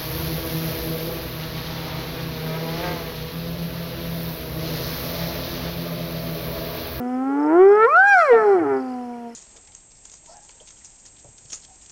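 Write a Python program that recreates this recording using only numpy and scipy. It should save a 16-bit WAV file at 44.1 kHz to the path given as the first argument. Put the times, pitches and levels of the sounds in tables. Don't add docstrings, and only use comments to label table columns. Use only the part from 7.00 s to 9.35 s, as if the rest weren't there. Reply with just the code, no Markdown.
import sys
import numpy as np
from scipy import signal
from scipy.fft import rfft, irfft, next_fast_len
from scipy.io import wavfile
from scipy.ndimage import uniform_filter1d, map_coordinates

SR = 44100
rng = np.random.default_rng(int(sys.argv[2]) if len(sys.argv) > 2 else 0)


def file_out(sig):
    cols = np.atleast_2d(sig).T
    lim = np.clip(cols, -1, 1)
    pcm = np.round(lim * 32767).astype(np.int16)
    wavfile.write(sys.argv[1], SR, pcm)


N = 103635
TOP_HZ = 15100

# center_hz, width_hz, gain_db
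TREBLE_RESONANCES = [(4190, 170, -1), (4728, 170, -5), (5250, 300, -7), (5660, 250, -3),
                     (7030, 1500, -14.5), (7950, 230, -11.5), (8600, 290, -14), (9600, 500, -21),
                     (10400, 920, -20), (11400, 790, -23.5)]


def hyena():
    # time_s, pitch_hz, level_db of harmonics 1, 2, 3 and 4,
    # upper_db (harmonics from 5 up, before lift and resonances), breath_db (low breath)
    call = [(0.0, 255, -28, -22, -38, -49, -49, -39), (0.01, 243.4, -28, -37, -35.5, -49, -59.5, -50),
            (0.18, 256.8, -24.5, -37.5, -34, -45.5, -54, -51),
            (0.35, 281.5, -21.5, -44.5, -31.5, -42, -52, -45.5),
            (0.46, 301, -20, -35, -29, -39, -53.5, -43.5), (0.5, 308.4, -18.5, -30, -26.5, -49, -45.5, -36),
            (0.56, 345.4, -13, -21, -30, -26.5, -45.5, -37.5),
            (0.62, 379.3, -8.5, -23, -25.5, -38.5, -36, -42), (0.69, 399.8, -8, -25, -35.5, -34, -42, -46),
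            (0.8, 432.5, -18, -25, -19, -31.5, -31, -44), (0.83, 446.6, -15, -25.5, -13, -22, -25, -44),
            (0.86, 464.7, -9.5, -25.5, -17, -25.5, -31.5, -41.5),
            (0.88, 536.6, -27, -15, -48, -52.5, -45.5, -48.5),
            (0.9, 580.6, -29.5, -21.5, -44, -32, -37, -48), (0.95, 661.5, -23, -11.5, -39, -42.5, -38, -49),
            (0.98, 734, -16, -12, -54, -50, -47.5, -49.5),
            (1.01, 769.6, -17.5, -11.5, -55.5, -50, -45, -51), (1.08, 818, -19, -16.5, -35, -51, -31, -52),
            (1.13, 796.7, -16.5, -12.5, -25.5, -42, -22.5, -48),
            (1.18, 714.3, -14, -18, -36, -65, -25, -50), (1.22, 660, -21, -15, -23.5, -37.5, -18, -46),
            (1.23, 636, -17.5, -17.5, -35.5, -41.5, -28.5, -54.5),
            (1.27, 571, -24, -24.5, -28.5, -32, -31, -52), (1.32, 469.8, -7, -25.5, -29, -27, -29, -39.5),
            (1.41, 434.6, -21, -28.5, -22.5, -30, -39.5, -43),
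            (1.48, 408.7, -14, -22.5, -44, -48.5, -45, -40.5),
            (1.54, 386.4, -12.5, -24.5, -30, -43, -41, -43.5),
            (1.58, 349.8, -19, -25, -50, -39.5, -50, -35.5), (1.62, 321.7, -20, -36.5, -53, -61, -59, -36),
            (1.66, 280.0, -27.5, -46, -30.5, -38, -56, -34.5),
            (1.72, 272, -32, -49, -32, -70.5, -49.5, -37), (1.73, 266.4, -29, -38, -30, -38.5, -53, -40.5),
            (1.81, 261.4, -28, -40, -37.5, -49.5, -59, -43),
            (1.96, 248.8, -31, -42.5, -36, -45.5, -67.5, -49.5),
            (2.28, 234, -37, -41, -41.5, -48, -73, -60), (2.35, 232.5, -45, -54, -62, -62, -83, -55)]
    # time_s, overtone_db (before resonances and tilt), breath_db, hoarseness (pitch scatter, fraction)
    treble = [(0, -85, -77, .001), (.55, -79, -75, 0.0011), (.62, -72.5, -66.5, 0.0023),
              (.84, -65.5, -64.5, .002), (.88, -58, -63.5, 0.0025), (.93, -55, -62, .003),
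              (.97, -48.5, -65, .002), (1.02, -52, -69.5, 0.00089), (1.09, -38, -69.5, .001),
              (1.14, -39, -62, 0.0034), (1.2, -41, -47.5, .012), (1.26, -49, -50.5, .02),
              (1.32, -56.5, -56, .02), (1.36, -63.5, -59.5, .01), (1.53, -68.5, -56.5, 0.0082),
              (1.62, -76, -71.5, 0.0024), (1.8, -89, -67, .002), (2.35, -93, -68, 0.0016)]
    glide_s = 0.024
    jitter, shimmer_db = 0.0016, 0.43

    smooth_call = uniform_filter1d(curves(call), int(glide_s * SR), axis=1)
    pitch, *low_db, upper_db, breath_db = smooth_call
    bright_db, treble_breath_db, hoarse = curves(treble)
    pitch = pitch * (1 + jitter * wobble(59.63))
    turn = phase(pitch)

    overtones = upper_overtones(pitch, turn, upper_db, bright_db, hoarse)
    for k, db in enumerate(low_db[1:], 2):
        overtones += amp(db) * np.sin(k * turn + k * k / 3)
    fundamental = amp(low_db[0]) * np.sin(turn)
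    voice = fundamental + flutter() * overtones + second_vibration(pitch, turn)
    voice *= np.sqrt(2)

    low_breath, treble_breath = breath(turn)
    shimmer = amp(shimmer_db * wobble(48.14))
    return shimmer * voice + amp(breath_db) * low_breath + amp(treble_breath_db) * treble_breath


def upper_overtones(pitch, turn, upper_db, bright_db, hoarse):
    treble_from_hz = 3720
    lift_db, upper_slope_db, bright_slope_db = 20, 1, -5
    scatter_db, scatter_rate = 4.5, 51
    total = np.zeros(N)
    for k in range(5, 30):
        hz = k * pitch
        high = 1 / (1 + np.exp((treble_from_hz - hz) / 60))
        throaty = amp(upper_db + lift_db) * throat(hz)
        throaty *= slope(upper_slope_db, hz, treble_from_hz / 2)
        bright = amp(bright_db + scatter_db * wobble(scatter_rate))
        bright *= peaks(TREBLE_RESONANCES, hz) * slope(bright_slope_db, hz, treble_from_hz)
        gain = (1 - high) * throaty + high * bright
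        blur = phase(hz * hoarse * wobble(250))
        total += gain * (hz < TOP_HZ) * np.sin(k * turn + blur + k * k / 3)
    return total


def second_vibration(pitch, turn):
    second_rows = [(0, 0.44, -50, -1), (.15, .45, -69, 4), (.35, 0.43, -44.5, -8), (.53, 0.49, -31, -9.5),
                   (.6, 0.44, -39, -7.5), (.84, 0.45, -35.5, -0.5), (.88, .43, -68, -7),
                   (1.29, .43, -76, -12.5), (1.33, 0.43, -23.5, -8.5), (1.45, 0.43, -31, -3.5),
                   (1.56, 0.39, -34, -10.5), (1.6, .47, -28, 1), (1.64, 0.56, -32, -24),
                   (1.67, .499, -31.5, -23), (1.73, .499, -28.5, -27.5), (1.79, .499, -36, -38),
                   (1.83, 0.52, -55, -30), (1.95, .499, -69, -16), (2.35, .499, -87, -18)]
    wander = 0.0042
    side_slope_db = 1
    rasp_db, rasp_rate = 4, 70.25

    ratio, side_db, rising_db = curves(second_rows)
    unlocked = (10 * np.abs(1 - 2 * ratio)).clip(0, 1)
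    second = pitch * (ratio + wander * wobble(40))
    second_turn = phase(second)
    sides = np.zeros(N)
    for k in range(11):
        for j in (-1, 1):
            if k == 0 and j == -1:
                continue
            rasp = rasp_db * unlocked * wobble(rasp_rate)
            db = rising_db * (j > 0) + side_slope_db * np.log2(k + 1) + rasp
            gain = throat(k * pitch + j * second) * amp(db)
            sides += gain * np.sin(k * turn + j * second_turn + k * k / 3)
    return amp(side_db) * sides


def flutter():
    center_s, half_s, rate_hz, depth = 1.197, 0.036, 88.4, 0.54
    t = np.arange(N) / SR
    beat = np.sin(2 * np.pi * rate_hz * t + 2.9 * wobble(35))
    return 1 + depth * np.exp(-((t - center_s) / half_s) ** 4) * beat


def breath(turn):
    slope_db = 2

    def low_response(hz):
        low_cut = 1 / (1 + (250 / (hz + 1)) ** 4)
        return throat(hz) * slope(slope_db, hz, 700) * low_cut

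    gated = rng.standard_normal((2, N)) * (1 + 0.32 * np.cos(turn))
    low = unit(filtered(gated[0], low_response))
    high = unit(filtered(gated[1], lambda hz: peaks(TREBLE_RESONANCES, hz)))
    return low, high


def throat(hz):
    # center_hz, width_hz, gain_db
    resonances = [(401.5, 83, 8.5), (778, 274, -4.5), (1010, 520, -15), (1350, 173, -4.5), (1696, 290, -18),
                  (1970, 180, -20.5), (2256, 250, -26.5), (3296, 120, -44)]
    # center_hz, half_width_hz (Gaussian, to 1/e), gain_db
    cancellations = [(3820, 380, -12)]
    grid = np.arange(1., SR, 4)
    dip_db = sum(db * np.exp(-((grid - c) / w) ** 2) for c, w, db in cancellations)
    return np.interp(hz, grid, peaks(resonances, grid) * amp(dip_db))


def crickets():
    # time_s (each starts 3 ms earlier), peak_db
    pulses = [(0.0767, -56), (0.1084, -61), (0.1401, -56), (0.3965, -55), (0.4279, -53), (0.4594, -54),
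              (0.6828, -52), (0.7148, -53), (0.7497, -52), (1.4616, -55), (1.4914, -55), (1.5259, -54),
              (1.737, -57), (1.7679, -58), (1.7993, -54), (2.0213, -58), (2.0532, -59), (2.0847, -59),
              (2.2932, -54), (2.3246, -56)]
    start_hz, length_s, fall_hz = 5350, .018, 500
    out = np.zeros(N + SR)
    for s, db in pulses:
        add_note(out, s - .003, db, start_hz, length_s, fall_hz)
    return out[:N]


def bird():
    # start_s, peak_db, start_pitch_hz, length_s
    peeps = [(2.132, -51, 2296, .018), (2.308, -54, 1991, 0.027)]
    trill_from_s, step_s, note_s = 1.762, .0192, .015
    trill_hz, twin_below_hz, fall_hz = 5000, 326.8, 500
    trill_db = -58.5
    out = np.zeros(N + SR)
    for k, (db_draw, hz_draw) in enumerate(rng.standard_normal((20, 2))):
        start_s = trill_from_s + k // 2 * step_s
        hz = trill_hz - k % 2 * twin_below_hz + 90 * hz_draw
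        add_note(out, start_s, trill_db + 1.6 * db_draw, hz, note_s, fall_hz)
    for s, db, hz, length_s in peeps:
        add_note(out, s, db, hz, length_s, 30)
    return out[:N]


def add_note(out, s, db, hz, length_s, fall_hz):
    u = np.arange(int(length_s * SR)) / (length_s * SR)
    swell = np.sin(np.pi * u ** .8)
    note = amp(db) * swell * np.sin(phase(hz - fall_hz * u ** 2.5))
    out[round(s * SR):][:len(u)] += note


def trees(x):
    # frequency_hz, t60_s
    decay = [(200, 0.25), (1500, 0.94), (6000, 0.51)]
    delay_s = .02
    hz, t, z = signal.stft(rng.standard_normal(SR // 2), SR, nperseg=256)
    fade = amp(-60 * t / along(decay, hz)[:, None])
    tail = signal.istft(z * fade, SR, nperseg=256)[1]
    delayed = np.pad(x, (int(delay_s * SR), 0))
    return signal.fftconvolve(delayed, tail / np.linalg.norm(tail))[:N]


def air():
    # frequency_hz, relative_db (per Hz)
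    hush_spectrum = [(20, -1), (60, 0), (110, 3.5), (200, 5.5), (600, 3), (1500, -2), (3000, -7),
                     (3800, -19), (5000, -13.5), (9000, -18), (13000, -25), (14300, -35.5), (15100, -51)]
    # frequency_hz, relative_db (per Hz)
    throb_spectrum = [(60, -27), (95, 25), (112, 36), (135, 12), (200, -32.5)]
    # center_s, half_width_s (Gaussian, to 1/e), peak_db (rms)
    throbs = [(1.66, 0.076, -40.5)]
    hush_db, drift_db = -50.5, .8

    t = np.arange(N) / SR
    swell = sum(amp(db) * np.exp(-((t - s) / w) ** 2) for s, w, db in throbs)
    hush_gain = amp(hush_db + drift_db * wobble(2.5))
    return hush_gain * shaped_noise(hush_spectrum) + swell * shaped_noise(throb_spectrum)


def shaped_noise(points):
    return unit(filtered(rng.standard_normal(N), lambda hz: amp(along(points, hz))))


def peaks(rows, hz):
    power = sum(amp(2 * db) / (1 + (2 * (hz - c) / w) ** 2) ** 1.989 for c, w, db in rows)
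    return np.sqrt(power)


def slope(db, hz, from_hz):
    return amp(db * np.log2(hz / from_hz + 1e-3))


def filtered(x, response):
    m = next_fast_len(N + SR // 2)
    return irfft(rfft(x, m) * response(np.fft.rfftfreq(m, 1 / SR)), m)[..., :N]


def phase(hz):
    return 2 * np.pi * np.cumsum(hz) / SR


def wobble(rate):
    knots = rng.standard_normal(int(N * rate / SR) + 4)
    return map_coordinates(knots, [np.arange(N) * rate / SR])


def curves(rows):
    s, *cols = np.transpose(rows)
    return [np.interp(np.arange(N) / SR, s, c) for c in cols]


def along(points, hz):
    f, v = np.transpose(points)
    return np.interp(np.log(hz + 1), np.log(f + 1), v)


def amp(db):
    return 10 ** (np.asarray(db) / 20)


def unit(x):
    return x / np.sqrt(np.mean(x ** 2) + 1e-20)


def scene():
    trees_db = -19.5
    near = hyena() + crickets() + bird()
    return (near + amp(trees_db) * trees(near) + air())[None]


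def record(dry):
    ceiling = .8
    soft = dry / (1 + np.abs(dry / ceiling) ** 5) ** (1 / 5)
    return filtered(soft, lambda hz: hz < TOP_HZ)


dry = scene()
out = record(dry)
file_out(out)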